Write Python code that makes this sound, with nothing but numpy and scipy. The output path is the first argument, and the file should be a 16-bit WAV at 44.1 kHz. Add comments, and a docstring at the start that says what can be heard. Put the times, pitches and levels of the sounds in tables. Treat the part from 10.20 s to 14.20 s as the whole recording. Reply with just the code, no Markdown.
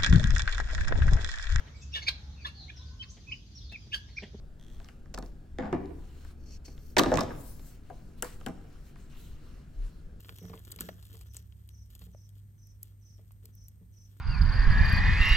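"""Tarantula taking a roach, close up

Right at the microphone, a tarantula wrestles a roach off steel tongs on cork bark. Claws and shell
snap, legs brush and knock on the bark, the tongs tink, and the shoved tank booms softly.
Across the room a cricket rasps its wings, over a low appliance hum and a faint hiss."""
import sys
import numpy as np
from scipy import signal
from scipy.fft import rfft, irfft, next_fast_len
from scipy.io import wavfile
from scipy.ndimage import uniform_filter1d, map_coordinates

SR = 44100
rng = np.random.default_rng(int(sys.argv[2]) if len(sys.argv) > 2 else 0)


def inscribe(sig):
    """Save sig as 16-bit PCM at rate SR to the path in sys.argv[1].

    A 1-D sig is mono; a 2-D sig holds one channel per row.
    Samples are clipped to [-1, 1] before scaling.
    """
    pcm = np.round(np.clip(np.atleast_2d(sig).T, -1, 1) * 32767)
    wavfile.write(sys.argv[1], SR, pcm.astype(np.int16))


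N = 176400

# reverberation of the room (frequency [Hz], t60 [s])
ROOM_DECAY = [(200, 0.94), (3000, 0.36), (7000, 0.16), (16000, 0.0092)]
# room tone at the microphone (frequency [Hz], left-right correlation)
ROOM_CORRELATION = [(100, 0.81), (400, 0.61), (700, 0.11), (2000, -0.25), (4000, 0.84), (8000, -0.68),
                    (13000, 0.35)]
# close sound at the two microphone ports (frequency [Hz], lead of left [rad])
PORT_PHASE = [(100, 0), (450, -.2), (1450, 1.8), (1950, 5.2), (3000, 7.1), (6500, 12.3), (8000, 11.9),
              (9000, 10), (10800, 9.2), (13000, 6.4), (14400, 5.9), (16000, 3.6)]
# its balance between the ports (frequency [Hz], left over right [dB])
PORT_BALANCE = [(200, -2.5), (550, -0.5), (1200, -4), (2100, 4.5), (5000, 8), (9000, 2), (14000, -0.5)]

# course of the appliance rumble (time [s], level [dB])
RUMBLE_LEVEL = [(0, -55), (.9, -52.5), (1.5, -57.5), (1.95, -55.5), (2.1, -61), (3.0, -59), (3.4, -55),
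                (4, -62)]
# its colour (frequency [Hz], relative level [dB])
RUMBLE_SPECTRUM = [(32, -18), (46, 5.5), (56, 2), (67, 2), (78, 0), (110, -10), (145, -16), (200, -16),
                   (300, -59)]
# faint hiss (frequency [Hz], relative level [dB])
HISS_SPECTRUM = [(130, 8.5), (230, -2.5), (300, -9.5), (600, -20.5), (1200, -25.5), (2000, -23.5),
                 (3200, -35), (4600, -33), (6500, -28), (8500, -24.5), (10000, -47), (12500, -19.5),
                 (15000, -30.5), (16500, -40)]
# a low tone that swells, sinks and fades (time [s], level [dB], pitch [Hz])
THROB = [(.9, -84, 69), (1.049, -48.5, 68), (1.45, -51.5, 67.38), (1.78, -53, 63.05), (1.93, -50.5, 61.2),
         (2.05, -85, 58)]

# cricket across the room (time [s], relative level [dB])
CHIRPS = [(0.153, -61), (0.587, -65), (1.057, -64.5), (1.496, -63), (1.923, -63.5), (2.377, -63.5),
          (2.811, -61.5), (3.325, -62), (3.723, -62)]
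# the four wing strokes of a chirp (relative level [dB])
STROKE_DB = [-5, 2, 1.5, 0.5]
# response of the wing (frequency [Hz], gain [dB])
WING_RESPONSE = [(5100, -5.5), (5600, -2), (5870, -8.5), (6060, 7), (6400, -6.5)]

# effort of the scuffle (time [s], relative level [dB])
EFFORT = [(0, -66), (.4, -67), (.49, -73), (.56, -68), (.66, -75), (.76, -71.5), (1.0, -68), (1.2, -83),
          (1.28, -83), (1.38, -76), (1.48, -84), (1.68, -81), (1.85, -80), (2.05, -83), (2.55, -86.5),
          (3.0, -82.5), (3.35, -85), (3.65, -88), (4, -75)]
# legs dragged over the bark (time [s], length [s], hair level [dB], cork level [dB])
DRAGS = [(0.468, 0.085, -71, -66), (0.6, 0.041, -51.5, -48.5), (0.635, 0.087, -56, -58),
         (0.925, 0.065, -68.5, -72), (1.127, 0.11, -62.5, -72), (1.699, 0.1, -67.5, -72),
         (1.799, 0.085, -61.5, -69), (2.147, 0.081, -71, -76), (2.613, 0.13, -70.5, -76),
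         (3.224, 0.098, -75, -76)]
# brushing leg hairs (frequency [Hz], relative level [dB])
HAIR_SPECTRUM = [(1800, -18), (3200, -0.5), (4300, -3.5), (5800, -9), (6700, -4.5), (8400, -2), (9300, -5),
                 (10200, -1), (11800, 1), (13300, 0), (15500, -5), (16500, -2.5)]
# scuffed cork (frequency [Hz], relative level [dB])
CORK_SPECTRUM = [(250, 1), (420, -4.5), (800, -21.5), (1100, -15.5), (1700, -7), (2400, -33), (3200, -13.5),
                 (5000, -35)]

# shoves against the tank (time [s], boom level [dB], ring level [dB])
SHOVES = [(0.094, -54, -48.5), (0.215, -43, -41), (.238, -43, -42.5), (.296, -41, -39.5), (.338, -67, -38),
          (0.559, -51, -49.5), (.607, -42, -51), (.632, -40.5, -46), (0.691, -45.5, -50), (.94, -60, -47.5),
          (1.166, -55, -65), (1.814, -52.5, -59), (1.865, -52.5, -55), (2.993, -59.5, -56.5),
          (3.239, -71, -54.5), (3.61, -53, -57)]
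# low modes of the tank (frequency [Hz], relative level [dB], t60 [s])
BOOM_MODES = [(90.4, -4.5, 0.14), (179.1, 1.5, 0.29)]
# its upper modes (frequency [Hz], relative level [dB], t60 [s])
RING_MODES = [(310, -9, 0.07), (408, -3, 0.07), (445, -5, 0.13)]
# bark rubbing as it shifts (frequency [Hz], relative level [dB])
RUB_SPECTRUM = [(150, 1), (250, -1), (450, -9.5), (650, -1.5), (1100, -15), (2000, -13), (5000, -48)]

# footfalls (time [s], level [dB], pitch [Hz], relative scratch level [dB], left over right [dB])
KNOCKS = [(0.0467, -48.5, 3000, -4.5, -4), (0.0931, -35.5, 3400, -12.5, -4.5), (0.0922, -40, 1580, -28, 4),
          (0.1865, -58.5, 3120, 3, 3.5), (.2962, -50.5, 1110, -3.5, 2), (0.3339, -44.5, 1150, -11, -4),
          (.339, -41.5, 1100, -24, 9), (0.377, -47.5, 3270, -15, 0), (0.5886, -51, 2730, 5, 2.5),
          (0.592, -50, 1160, -7, 5), (0.6889, -37, 1800, -15, -5), (0.6883, -41, 1125, -6, -11.5),
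          (0.6907, -37.5, 630, -35, 12.5), (0.9462, -57, 1070, -5.5, 5), (1.324, -54, 3220, -15, 0),
          (1.819, -58, 1070, 0.5, 3.5), (1.948, -48, 602, -42, 1.5), (2.993, -58, 615, -14.5, 0),
          (3.108, -60, 1120, -4, -6.5)]
BARK_CYCLES = 13
# modes of the bark (pitch ratio, relative level [dB], t60 [cycles of the pitch])
BARK_MODES = [(1, 3.5, BARK_CYCLES), (1.33, -16, BARK_CYCLES), (1.9, -15, BARK_CYCLES / 2)]
# scratch of a landing foot (frequency [Hz], relative level [dB])
SCRATCH_SPECTRUM = [(300, -4.5), (1500, 4), (3400, 0.5), (4500, 1.5), (7000, -14.5), (10000, -16),
                    (16000, -6)]

# a fang or claw ticks on the tongs (time [s], level [dB])
TINKS = [(0.517, -42), (0.608, -37.5), (1.1672, -37)]
STEEL_T60 = 0.018
# modes of the tongs (frequency [Hz], relative level [dB], t60 [s])
STEEL_MODES = [(6740, -6, STEEL_T60), (7380, -3, STEEL_T60), (8080, 0, STEEL_T60), (8477, -7, STEEL_T60)]

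# snaps of claw and shell (time [s], relative level [dB], tilt [dB/octave], t60 [s])
SNAPS = [(0.1848, -39, -2, 0.0073), (.392, -50, 17, .015), (0.45, -47.5, -1.5, 0.043),
         (0.507, -40, 19, 0.018), (0.5165, -35, 1.5, 0.013), (0.52, -32.5, 0, 0.018),
         (.561, -36.5, 0, 0.0088), (0.6069, -20.5, 5.5, 0.0068), (0.618, -38.5, -3, 0.015),
         (0.826, -52.5, -3.5, 0.053), (0.852, -48.5, -1, 0.027), (.969, -42, -1, 0.0046),
         (1.0104, -46, -4, 0.036), (1.137, -48, 2, 0.016), (1.1453, -42, -2, 0.0091),
         (1.1683, -32.5, -0.5, 0.0082), (1.4758, -50, 15, 0.011), (1.4898, -44.5, -1, 0.013),
         (1.7507, -46.5, -1, 0.04), (1.7923, -47.5, 1, 0.022), (1.8165, -52, -9, 0.016),
         (2.091, -49.5, -1, 0.0089), (2.4707, -51.5, 3, 0.012), (2.6301, -28.5, 7.5, 0.012),
         (3.119, -51, 7, 0.02), (3.255, -39.5, 2, 0.015), (3.3523, -42.5, 19, 0.021),
         (3.44, -49, 18, 0.0087), (3.483, -41, 7.5, 0.022)]
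# cracking shell (frequency [Hz], relative level [dB])
SHELL_SPECTRUM = [(400, -33.5), (800, -15), (2000, -18), (3400, -3.5), (4500, -5), (5900, -11.5),
                  (6700, -5.5), (8100, -2.5), (9100, -1.5), (10000, 0), (11900, 1), (12900, -2.5),
                  (16500, -10.5)]


def amp(db):
    """Decibels to gain."""
    return 10 ** (np.asarray(db) / 20)


def pan(db):
    """Left and right gains, the left louder by db."""
    return amp(db * np.array([[0.5], [-0.5]]))


def unit(x):
    """Scale to rms 1."""
    return x / np.sqrt(np.mean(x ** 2) + 1e-20)


def along(points, hz):
    """Read (frequency, value) points on a log axis."""
    freqs, values = np.transpose(points)
    return np.interp(np.log(hz + 1), np.log(freqs + 1), values)


def curve(rows):
    """(time, value) rows to one value per sample."""
    return np.interp(np.arange(N) / SR, *np.transpose(rows))


def wobble(rate):
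    """A smooth random curve, rate knots a second."""
    knots = rng.standard_normal(int(N * rate / SR) + 4)
    return map_coordinates(knots, [np.arange(N) * rate / SR])


def filtered(x, response):
    """Filter x by a complex function of frequency."""
    size = next_fast_len(N + SR // 2)
    hz = np.fft.rfftfreq(size, 1 / SR)
    return irfft(rfft(x, size) * response(hz), size)[..., :N]


def colour(x, spectrum, tilt_db=0, size=1024):
    """Causal filter of unit energy with the given spectrum, tilted per octave."""
    hz = np.fft.rfftfreq(size, 1 / SR)
    octaves = np.log2(np.maximum(hz, spectrum[0][0]))
    cepstrum = irfft(np.log(amp(along(spectrum, hz) + tilt_db * octaves)))
    cepstrum[1:size // 2] *= 2  # fold to minimum phase
    cepstrum[size // 2 + 1:] = 0
    kernel = irfft(np.exp(rfft(cepstrum)))
    return signal.fftconvolve(x, kernel / np.linalg.norm(kernel))[:len(x)]


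def add(track, start_s, sound):
    """Mix a sound into a track at a time."""
    i = max(0, round(start_s * SR))
    track[..., i:i + sound.shape[-1]] += sound[..., :max(0, N - i)]


def fade(t, t60):
    """Exponential decay, 60 dB down at t60."""
    return np.exp(-np.log(1000) * t / t60)


def ring(modes, t):
    """Damped modes, their levels a little different at each blow."""
    return sum(amp(db + rng.normal(0, 1)) * fade(t, t60) * np.sin(2 * np.pi * hz * t)
               for hz, db, t60 in modes)


def crackle(ticks_per_s, friction):
    """Tiny impulses of random size on a bed of friction noise."""
    ticks = (rng.random(N) < ticks_per_s / SR) * rng.standard_normal(N)
    return unit(unit(ticks) + friction * rng.standard_normal(N))


def near(x):
    """A close sound reaches the two microphone ports out of step and at unequal levels."""
    lag = np.array([[0], [-1]])
    return filtered(x, lambda hz: np.exp(1j * lag * along(PORT_PHASE, hz)) * pan(along(PORT_BALANCE, hz)))


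def room(x):
    """Stereo reverberation of the room; the treble dies first."""
    hz, t, noise = signal.stft(rng.standard_normal((2, SR // 2)), SR, nperseg=256)
    decay = fade(t, along(ROOM_DECAY, hz)[:, None])
    tail = signal.istft(noise * decay, SR, nperseg=256)[1]
    return signal.fftconvolve(x[None], tail / np.linalg.norm(tail[0]), axes=1)[:, :N]


def diffuse_noise(spectrum):
    """Coloured noise from all round the microphone, partly shared by left and right."""
    def mid_side(hz):
        angle = np.arccos(along(ROOM_CORRELATION, hz)) / 2
        return amp(along(spectrum, hz)) * [np.cos(angle), np.sin(angle)]

    mid, side = filtered(rng.standard_normal((2, N)), mid_side)
    return np.array([mid + side, mid - side]) / np.std(mid)


def room_tone(hum_hz=100.34, waver_db=2, drift_rad=0.099, whine_hz=8657):
    """Behind everything: appliance hum and rumble, a passing throb, hiss and a thin steady whine."""
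    t = np.arange(N) / SR
    hum_level = amp(-51 + waver_db * wobble(5.03))
    hum = hum_level * np.sin(2 * np.pi * hum_hz * t + drift_rad * wobble(9.3))
    times, db, hz = np.transpose(THROB)
    throb_phase = 2 * np.pi * np.cumsum(np.interp(t, times, hz)) / SR
    throb = amp(np.interp(t, times, db)) * np.sin(throb_phase)
    whine = amp(-82) * np.sin(2 * np.pi * whine_hz * t)
    rumble = amp(curve(RUMBLE_LEVEL)) * diffuse_noise(RUMBLE_SPECTRUM)
    hiss = amp(-62) * diffuse_noise(HISS_SPECTRUM)
    return (hum + throb + rumble) * pan(-0.8) + whine + hiss


def cricket(direct_db, wet_db, stroke_s=0.028, spacing_s=0.037, start_hz=6104, fall_hz=976):
    """Across the room, each wing stroke is a rasp that falls through the wing's two resonances."""
    out, t = np.zeros(N), np.arange(SR // 16) / SR
    progress = np.minimum(t / stroke_s, 1)
    envelope = np.abs(np.sin(np.pi * progress)) ** 0.5
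    for start, db in CHIRPS:
        for k, stroke_db in enumerate(STROKE_DB):
            roughness = 0.5 * unit(uniform_filter1d(rng.standard_normal(len(t)), size=60))
            hz = start_hz + rng.normal(0, 22) - fall_hz * progress ** 1.45
            rasp = np.sin(2 * np.pi * np.cumsum(hz) / SR + roughness)
            add(out, start + k * spacing_s, amp(db + stroke_db) * envelope * rasp)
    out = filtered(out, lambda hz: amp(along(WING_RESPONSE, hz)))
    return amp(direct_db) * out + amp(wet_db) * room(out)


def leg_rustle(wet_db, brush_db=4, flutter_db=2.2):
    """Close up, hairs brush and feet scuff the cork with the effort; each dragged leg adds a swell."""
    swells = np.zeros((2, N))
    for start, length, hair_db, cork_db in DRAGS:
        progress = np.arange(int(length * SR)) / (length * SR)
        add(swells, start, amp([[hair_db], [cork_db]]) * np.sin(np.pi * np.sqrt(progress)))
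    effort = amp(curve(EFFORT) + np.array([[brush_db], [0]]))
    hair_level, cork_level = (effort + swells) * amp(flutter_db * wobble(70))
    hairs = unit(colour(crackle(ticks_per_s=420, friction=0.7), HAIR_SPECTRUM))
    cork_band = [(120, -46), *CORK_SPECTRUM, (8000, -81)]
    scuffs = crackle(ticks_per_s=150, friction=0.35)
    cork = unit(filtered(scuffs, lambda hz: amp(along(cork_band, hz))))
    out = hair_level * hairs + cork_level * cork
    return near(out) + amp(wet_db) * room(out)


def tank_shoves(rise_s=0.0057, rub_db=-13, rub_t60=0.17):
    """The struggle pushes the bark against the tank: it rubs, and the tank booms."""
    out, t = np.zeros(N), np.arange(SR // 3) / SR
    attack = 1 - np.exp(-t / rise_s)
    for start, boom_db, ring_db in SHOVES:
        rub = amp(rub_db) * colour(rng.standard_normal(len(t)), RUB_SPECTRUM) * fade(t, rub_t60)
        boom = amp(boom_db) * ring(BOOM_MODES, t)
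        upper = amp(ring_db) * (ring(RING_MODES, t) + rub)
        add(out, start, (boom + upper) * attack)
    return near(out)


def bark_knocks(wet_db, scratch_t60=0.034):
    """A foot strikes the bark: a dead ring, shorter the higher it is, and a brief scratch."""
    out, t = np.zeros((2, N)), np.arange(SR // 10) / SR
    for start, db, hz, scratch_db, pan_db in KNOCKS:
        scratch = colour(rng.standard_normal(len(t)) * fade(t, scratch_t60), SCRATCH_SPECTRUM)
        knock = ring(BARK_MODES, t * hz) + amp(scratch_db) * scratch
        add(out, start, amp(db) * pan(pan_db) * knock)
    return near(out) + amp(wet_db) * room(out.mean(0))


def tong_tinks(wet_db):
    """Struck by a fang or claw, the gripped steel tongs give a bright, quickly damped tink."""
    out, t = np.zeros(N), np.arange(SR // 20) / SR
    for start, db in TINKS:
        add(out, start, amp(db) * ring(STEEL_MODES, t))
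    return near(out) + amp(wet_db) * room(out)


def shell_snaps(wet_db, gain_db=-2.5, rise_s=0.0008):
    """Right at the microphone, claws slip and the shell gives: one sharp crack, then brief splintering."""
    out, t = np.zeros(N), np.arange(SR // 12) / SR
    crack = 0.6 * (np.arange(len(t)) == round(rise_s * SR))
    attack = np.minimum(t / rise_s, 1) ** 2
    for start, db, tilt_db, t60 in SNAPS:
        decay = fade(t, t60)
        splinters = rng.standard_normal(len(t)) * decay * attack
        snap = splinters / np.linalg.norm(splinters) + crack
        snap *= np.linalg.norm(decay) / np.linalg.norm(snap)  # longer snaps carry more energy
        add(out, start, amp(db + gain_db) * colour(snap, SHELL_SPECTRUM, tilt_db))
    return near(out) + amp(wet_db) * room(out)


def scene():
    """The struggle close to the microphone, the cricket and the room behind."""
    struggle = shell_snaps(wet_db=-21) + tong_tinks(wet_db=-21) + bark_knocks(wet_db=-24.5)
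    struggle += tank_shoves() + leg_rustle(wet_db=-14)
    return struggle + cricket(direct_db=-4.5, wet_db=-0.5) + room_tone()


def record(dry):
    """The recorder cuts the deepest bass and keeps nothing above its band limit."""
    low_cut_hz, top_hz = 38, 16500
    return filtered(dry, lambda hz: (hz < top_hz) * (1 - 1 / (1 + (hz / low_cut_hz) ** 10)))


dry = scene()
out = record(dry)
inscribe(out)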